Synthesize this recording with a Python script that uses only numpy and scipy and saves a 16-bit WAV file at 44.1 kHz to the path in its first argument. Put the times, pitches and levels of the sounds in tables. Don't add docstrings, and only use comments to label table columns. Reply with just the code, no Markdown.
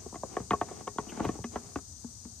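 import sys
import numpy as np
from scipy import signal
from scipy.fft import rfft, irfft
from scipy.io import wavfile

SR = 44100
rng = np.random.default_rng(int(sys.argv[2]) if len(sys.argv) > 2 else 0)


def to_wav(s):
    ch = np.atleast_2d(s).T
    pcm = np.round(np.clip(ch, -1, 1) * 32767)
    wavfile.write(sys.argv[1], SR, pcm.astype(np.int16))


N = 105840
RING_SIZE = 16384


def from_db(db):
    return 10 ** (np.asarray(db) / 20)


def rms_one(x):
    return x / np.sqrt(np.mean(x ** 2) + 1e-20)


def at_hz(points, hz):
    f, value = np.transpose(points)
    return np.interp(np.log(hz + 1), np.log(f), value)


def pan(db):
    return from_db(np.array([np.atleast_1d(db), -np.atleast_1d(db)]) / 2)


def coloured(x, spectrum):
    gain = from_db(at_hz(spectrum, np.fft.rfftfreq(N, 1 / SR)))
    return rms_one(irfft(rfft(x) * gain, N))


def wavering_tone(hz, width_hz):
    f = np.fft.rfftfreq(N, 1 / SR)
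    resonance = 1 / (1 + 2j * (f - hz) / width_hz) ** 2
    return rms_one(irfft(rfft(rng.standard_normal(N)) * resonance, N))


def ringing(modes):
    t = np.arange(RING_SIZE) / SR
    return rfft(sum(from_db(db - 60 * t / t60) * np.cos(2 * np.pi * hz * t) for hz, db, t60 in modes))


def tail(t60, channels):
    t = np.arange(RING_SIZE) / SR
    reflections = rng.standard_normal((channels, RING_SIZE)) * from_db(-60 * t / t60)
    return rfft(rms_one(reflections)) / np.sqrt(RING_SIZE)


# frequency in Hz, relative level in dB per Hz.
CHORUS_SPECTRUM = [(2500, -32.5), (4000, -13.5), (5150, -4), (5650, -7.5), (5920, -4.5), (6500, 2),
                   (6850, -2.5), (7080, -0.5), (7350, -11), (7750, -5.5), (8050, -2.5), (8800, -7),
                   (9800, -18.5), (11000, -39.5)]
CHORUS_DB = [-49.5, -57]
# frequency in Hz, level in dB before panning.
INSECT_TONES = [(5895, -67), (5960, -67), (6115, -69), (6239, -75), (6358, -75), (6708, -77.5),
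                (7117, -67.5), (8086, -71)]
TONE_WIDTH_HZ, TONE_PAN_DB = 34, 18.5
THROB_HZ, THROB_DEPTH = 27.4, 0.04


def insects():
    chorus = coloured(rng.standard_normal((2, N)), CHORUS_SPECTRUM) * from_db(CHORUS_DB)[:, None]
    tones = np.zeros((2, N))
    for hz, db in INSECT_TONES:
        pair = np.array([wavering_tone(hz, TONE_WIDTH_HZ), wavering_tone(hz, TONE_WIDTH_HZ)])
        tones += from_db(db) * pair
    throb = 1 + THROB_DEPTH * wavering_tone(THROB_HZ, width_hz=3.2)
    return (chorus + tones * pan(TONE_PAN_DB)) * throb


# frequency in Hz, relative level in dB per Hz.
RUMBLE_SPECTRUM = [(18, -60), (30, -27), (38, 0), (50, -13), (66, -3.5), (80, -1), (115, -4.5),
                   (160, -15.5), (200, -10.5), (260, -17.5), (400, -38), (1000, -81)]
# frequency in Hz, relative level in dB per Hz.
AIR_SPECTRUM = [(100, -49), (300, -11), (600, -5), (1200, -7.5), (2300, -18.5), (3100, -15), (4500, -5),
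                (8500, -40), (10000, -36), (16000, -65)]
# frequency in Hz, relative level in dB per Hz.
TOP_HISS_SPECTRUM = [(6000, -17), (9400, 2), (10400, -9), (11500, 13), (14000, 8.5), (15000, -11)]
RUMBLE_DB, AIR_DB, TOP_HISS_DB = -53.5, -66, -74.5
RUMBLE_PAN_DB, RUMBLE_APART_DB = 2.8, -5
HUM_HZ, HUM_WIDTH_HZ, HUM_DB = 67.8, 42, -52


def outdoors():
    shared = rng.standard_normal(N)
    apart = from_db(RUMBLE_APART_DB) * rng.standard_normal((2, N))
    rumble = from_db(RUMBLE_DB) * coloured(shared + apart, RUMBLE_SPECTRUM)
    hum = from_db(HUM_DB) * wavering_tone(HUM_HZ, HUM_WIDTH_HZ)
    air = from_db(AIR_DB) * coloured(rng.standard_normal((2, N)), AIR_SPECTRUM)
    top_hiss = from_db(TOP_HISS_DB) * coloured(rng.standard_normal(N), TOP_HISS_SPECTRUM)
    return pan(RUMBLE_PAN_DB) * (rumble + hum) + air + top_hiss


# frequency in Hz, left minus right in dB.
CAP_BALANCE = [(100, 1.5), (250, 2.5), (420, 7), (700, -4), (1100, 3), (2000, 0), (5000, 0.5)]


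def cap_balance(f):
    return pan(at_hz(CAP_BALANCE, f))


# time in seconds, level in dB.
RUB_LEVEL = [(0, -51.5), (.15, -60.5), (.21, -61), (.34, -46), (.41, -47.5), (.47, -59.5), (.66, -51.5),
             (.72, -46.5), (.81, -48), (.85, -57.5), (.93, -60), (1.05, -50), (1.16, -45), (1.24, -38),
             (1.32, -47), (1.37, -50), (1.48, -68), (1.54, -44), (1.60, -54.5), (1.67, -51.5), (1.85, -67)]
# frequency in Hz, relative level in dB.
RUB_SPECTRUM = [(50, 9), (110, 4), (250, 6), (430, 5.5), (560, -5), (740, 3), (900, -4.5), (1100, -3.5),
                (1500, -12.5), (3000, -16.5), (5000, -23), (9000, -70)]
# centre in seconds, half-length (Gaussian deviation) in seconds, level in dB.
SLIDES = [(1.1, 0.0085, -51), (1.252, 0.0069, -48)]
# frequency in Hz, relative level in dB.
SLIDE_SPECTRUM = [(500, -5), (1600, -11), (2900, 13), (4200, -12), (9000, -44), (13000, -6), (16000, -30)]
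RUB_GRAINS_PER_S, RUB_SPREAD_DB = 500, 2
RUB_APART_DB = 1.5


def rubbing():
    t = np.arange(N) / SR
    slip_happens = rng.random(N) < RUB_GRAINS_PER_S / SR
    slip_size = from_db(RUB_SPREAD_DB * np.minimum(rng.exponential(1, N), 4))
    slips = slip_happens * rng.choice([-1, 1], N) * slip_size
    apart = from_db(RUB_APART_DB) * rng.standard_normal((2, N))
    grain = coloured(rms_one(slips) + apart, RUB_SPECTRUM)
    grain = irfft(rfft(grain) * cap_balance(np.fft.rfftfreq(N, 1 / SR)), N)
    rub = grain * from_db(np.interp(t, *np.transpose(RUB_LEVEL)))
    slide = sum(from_db(db) * np.exp(-.5 * ((t - s) / half) ** 2) for s, half, db in SLIDES)
    return rub + slide * coloured(rng.standard_normal(N), SLIDE_SPECTRUM)


# start in seconds, level in dB, bass in dB, treble in dB, ring of the cap in dB,
# ring of the tube in dB, favoured frequency in Hz, delay of the rebound in seconds.
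KNOCKS = [(0.059, -32, 12, -31, -17, -9, 402, 0.0027), (0.125, -32.5, 9.5, -19, -19, -18, 686, 0.0031),
          (0.142, -31, 7.5, -5, -2, -18, 1100, 0.0022), (.155, -33.5, 8.5, 5, -1, -8, 620, 0.0029),
          (.2325, -19, 2.5, -21, -15, -22, 525, .0018), (0.3669, -16, -4, -5.5, -4.5, -24, 400, .0017),
          (0.399, -29.5, 10, -6, -24, -26, 226, 0.0024), (0.507, -15.5, 4, 6.5, -2.5, -27, 1020, 0.0024),
          (.5165, -19.5, 7, -1, -10, -24, 1900, 0.0027), (0.532, -14.5, 2, -3.5, -3.5, -12, 1080, .0045),
          (0.6122, -14.5, -2, -2.5, -2.5, -25, 775, 0.0033), (0.685, -32.5, 0, 1, -16, -20, 1120, .004),
          (0.71, -26, 2, -29.5, -11.5, -26, 606, 0.0028), (0.807, -36.5, 7, 0, -7, -20, 422, 0.0036),
          (.870, -27, 8.5, -5, -11, -16, 430, 0.0018), (.8755, -26, -3, 3, 2, -26, 1030, 0.0022),
          (0.957, -35, 15, -36, -28, -26, 390, 0.0024), (0.9833, -17.5, 4.5, 0.5, -5, -19, 1000, 0.0021),
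          (1.066, -38, 13, 1, -18, -5, 720, 0.0032), (1.12, -30, 6.5, 4, -30, -1.5, 333, 0.0048),
          (1.172, -32, 14, 11.5, -35, -1, 740, 0.0013), (1.196, -32, 0, -6, 6, -18, 1400, 0.00323),
          (1.2012, -15.5, 13, -5.5, -17, -18, 282, 0.00346), (1.243, -34, 4, -28, 10, -12, 1500, 0.0024),
          (1.2497, -19.5, 8, 3.5, -8.5, -23, 700, 0.00201), (1.2886, -21, 13, 0.5, -6, -20, 312, 0.00166),
          (1.352, -35.5, 9, -22, -6, -14, 308, 0.0037), (1.386, -25, 6, -37, -19, -20, 135, .0025),
          (1.441, -27.5, 5.5, 8.5, -3.5, 5.5, 222, 0.0024), (1.557, -16, 1.5, -4, -14, 0, 1620, 0.003),
          (1.757, -20.5, 13, 3.5, -13, -30, 271, 0.0026), (1.786, -39, -2, 0, -7, -20, 1300, 0.0031),
          (2.042, -39.5, 19.5, -11, -42, -5.5, 247, 0.0047), (2.2506, -41.5, 22, 2.5, -37, -7, 250, 0.0023)]
# frequency in Hz, relative level in dB.
KNOCK_SPECTRUM = [(30, -52), (60, 7.5), (100, -6), (160, -1.5), (300, 0), (450, 2.5), (750, -0.5),
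                  (1150, -4.5), (1500, -9.5), (2000, -12.5), (3000, -25), (5000, -30), (12000, -43.5)]
# frequency in Hz, relative level in dB, 60 dB decay time in seconds.
CAP_MODES = [(312, -14.5, 0.042), (409, -26.5, 0.2), (660, -28.5, 0.093), (721, -8.5, 0.046),
             (920, -11, 0.021), (1101, -4.5, 0.049), (1240, -66, 0.071), (1720, -17.5, 0.034),
             (1866, -26, 0.11), (1940, -47, 0.085), (2540, -20.5, 0.14), (3040, 6, 0.0084)]
# frequency in Hz, relative level in dB, 60 dB decay time in seconds.
TUBE_MODES = [(175, -40, 0.11), (206, -27, 0.073), (235, -20, 0.16), (246, -46, 0.067)]
BASS_HZ, MIDDLE_HZ, BRIGHT_HZ, TREBLE_HZ = 238, 560, 996, 2240
BEND_DELAY_S = .0046
FRONT_HZ = 4170
RIGHT_LAG_S = .00005
SCATTER_DB, SCATTER_T60_S, SCATTER_APART_DB, SCATTER_ABOVE_HZ = -3.5, 0.072, -7.5, 170
YARD_DB, YARD_T60_S = -12.5, 0.11
FOCUS_DB, FOCUS_OCTAVES = 6.5, 0.16
CHATTER_DB, CHATTER_T60_S, CHATTER_ABOVE_HZ = 0, 0.024, 610
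REBOUND_DB, REBOUND_ABOVE_HZ = -5, 450


def knocks():
    f = np.fft.rfftfreq(RING_SIZE, 1 / SR)
    colour = from_db(at_hz(KNOCK_SPECTRUM, f))
    turns = BEND_DELAY_S * np.sqrt(1000) * (2 * np.sqrt(f) - f / np.sqrt(FRONT_HZ))
    lag_turns = np.outer([0, 1], f * RIGHT_LAG_S)
    path = colour * cap_balance(f) * np.exp(-2j * np.pi * (turns + lag_turns))
    cap, tube = ringing(CAP_MODES), ringing(TUBE_MODES)
    push = 1 / (1 + 1j * f / CHATTER_ABOVE_HZ)
    scatter_gain = from_db(SCATTER_DB) * f / np.hypot(f, SCATTER_ABOVE_HZ)
    rebound_gain = from_db(REBOUND_DB) * f ** 2 / (f ** 2 + REBOUND_ABOVE_HZ ** 2)
    fade = np.minimum(1, np.linspace(2, 0, RING_SIZE))
    out = np.zeros((2, N + RING_SIZE))
    for s, db, bass_db, treble_db, cap_db, tube_db, focus_hz, rebound_s in KNOCKS:
        chatter = from_db(CHATTER_DB) * (1 - push) ** 2 * tail(CHATTER_T60_S, channels=1)
        scatter = tail(SCATTER_T60_S, channels=1)
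        scatter = scatter + from_db(SCATTER_APART_DB) * tail(SCATTER_T60_S, channels=2)
        yard = from_db(YARD_DB) * tail(YARD_T60_S, channels=2)
        pulse = push + chatter + scatter_gain * scatter + yard
        rings = from_db(cap_db) * cap + from_db(tube_db) * tube
        rebound = rebound_gain * np.exp(-2j * np.pi * f * rebound_s)
        body = (1 + rebound) * (pulse / colour.mean() + rings)
        touch_db = at_hz([(BASS_HZ, bass_db), (MIDDLE_HZ, 0), (BRIGHT_HZ, 0), (TREBLE_HZ, treble_db)], f)
        octaves_off = np.log2((f + 1) / focus_hz)
        focus = 1 + (from_db(FOCUS_DB) - 1) / (1 + 1j * octaves_off / FOCUS_OCTAVES)
        start = max(int(s * SR), 0)
        knock = irfft(from_db(db + touch_db) * focus * body * path)
        out[:, start:start + RING_SIZE] += knock * fade
    return out[:, :N]


# start in seconds, level in dB.
THUMPS = [(0.186, -44), (.405, -32), (0.518, -26.5), (0.627, -37), (1.015, -40), (1.268, -23.5),
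          (1.294, -36.5), (1.401, -31.5), (1.656, -39.5)]
# frequency in Hz, relative level in dB, 60 dB decay time in seconds.
HULL_MODES = [(70, -17, 0.12), (102, -9, 0.18), (123.3, 0.5, 0.085), (181, -8, 0.14)]
THUMP_RISE_S, THUMP_PAN_DB = 0.0025, 2


def thumps():
    out = np.zeros(N)
    for s, db in THUMPS:
        t = np.maximum(np.arange(N) / SR - s, 0)
        swell = 1 - np.exp(-t / THUMP_RISE_S)
        for hz, mode_db, t60 in HULL_MODES:
            decay_db = -60 * np.minimum(t / t60, 2)
            out += swell * from_db(db + mode_db + decay_db) * np.sin(2 * np.pi * hz * t)
    return out * pan(THUMP_PAN_DB)


def scene():
    return insects() + outdoors() + rubbing() + knocks() + thumps()


LOW_CUT_HZ, CUTOFF_HZ = 90, 15000


def record(dry):
    low_cut = signal.butter(2, LOW_CUT_HZ, "high", fs=SR, output="sos")
    top_cut = signal.ellip(10, .05, 60, CUTOFF_HZ, fs=SR, output="sos")
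    thinned = signal.sosfilt(low_cut, dry)
    return signal.sosfiltfilt(top_cut, thinned)


dry = scene()
out = record(dry)
to_wav(out)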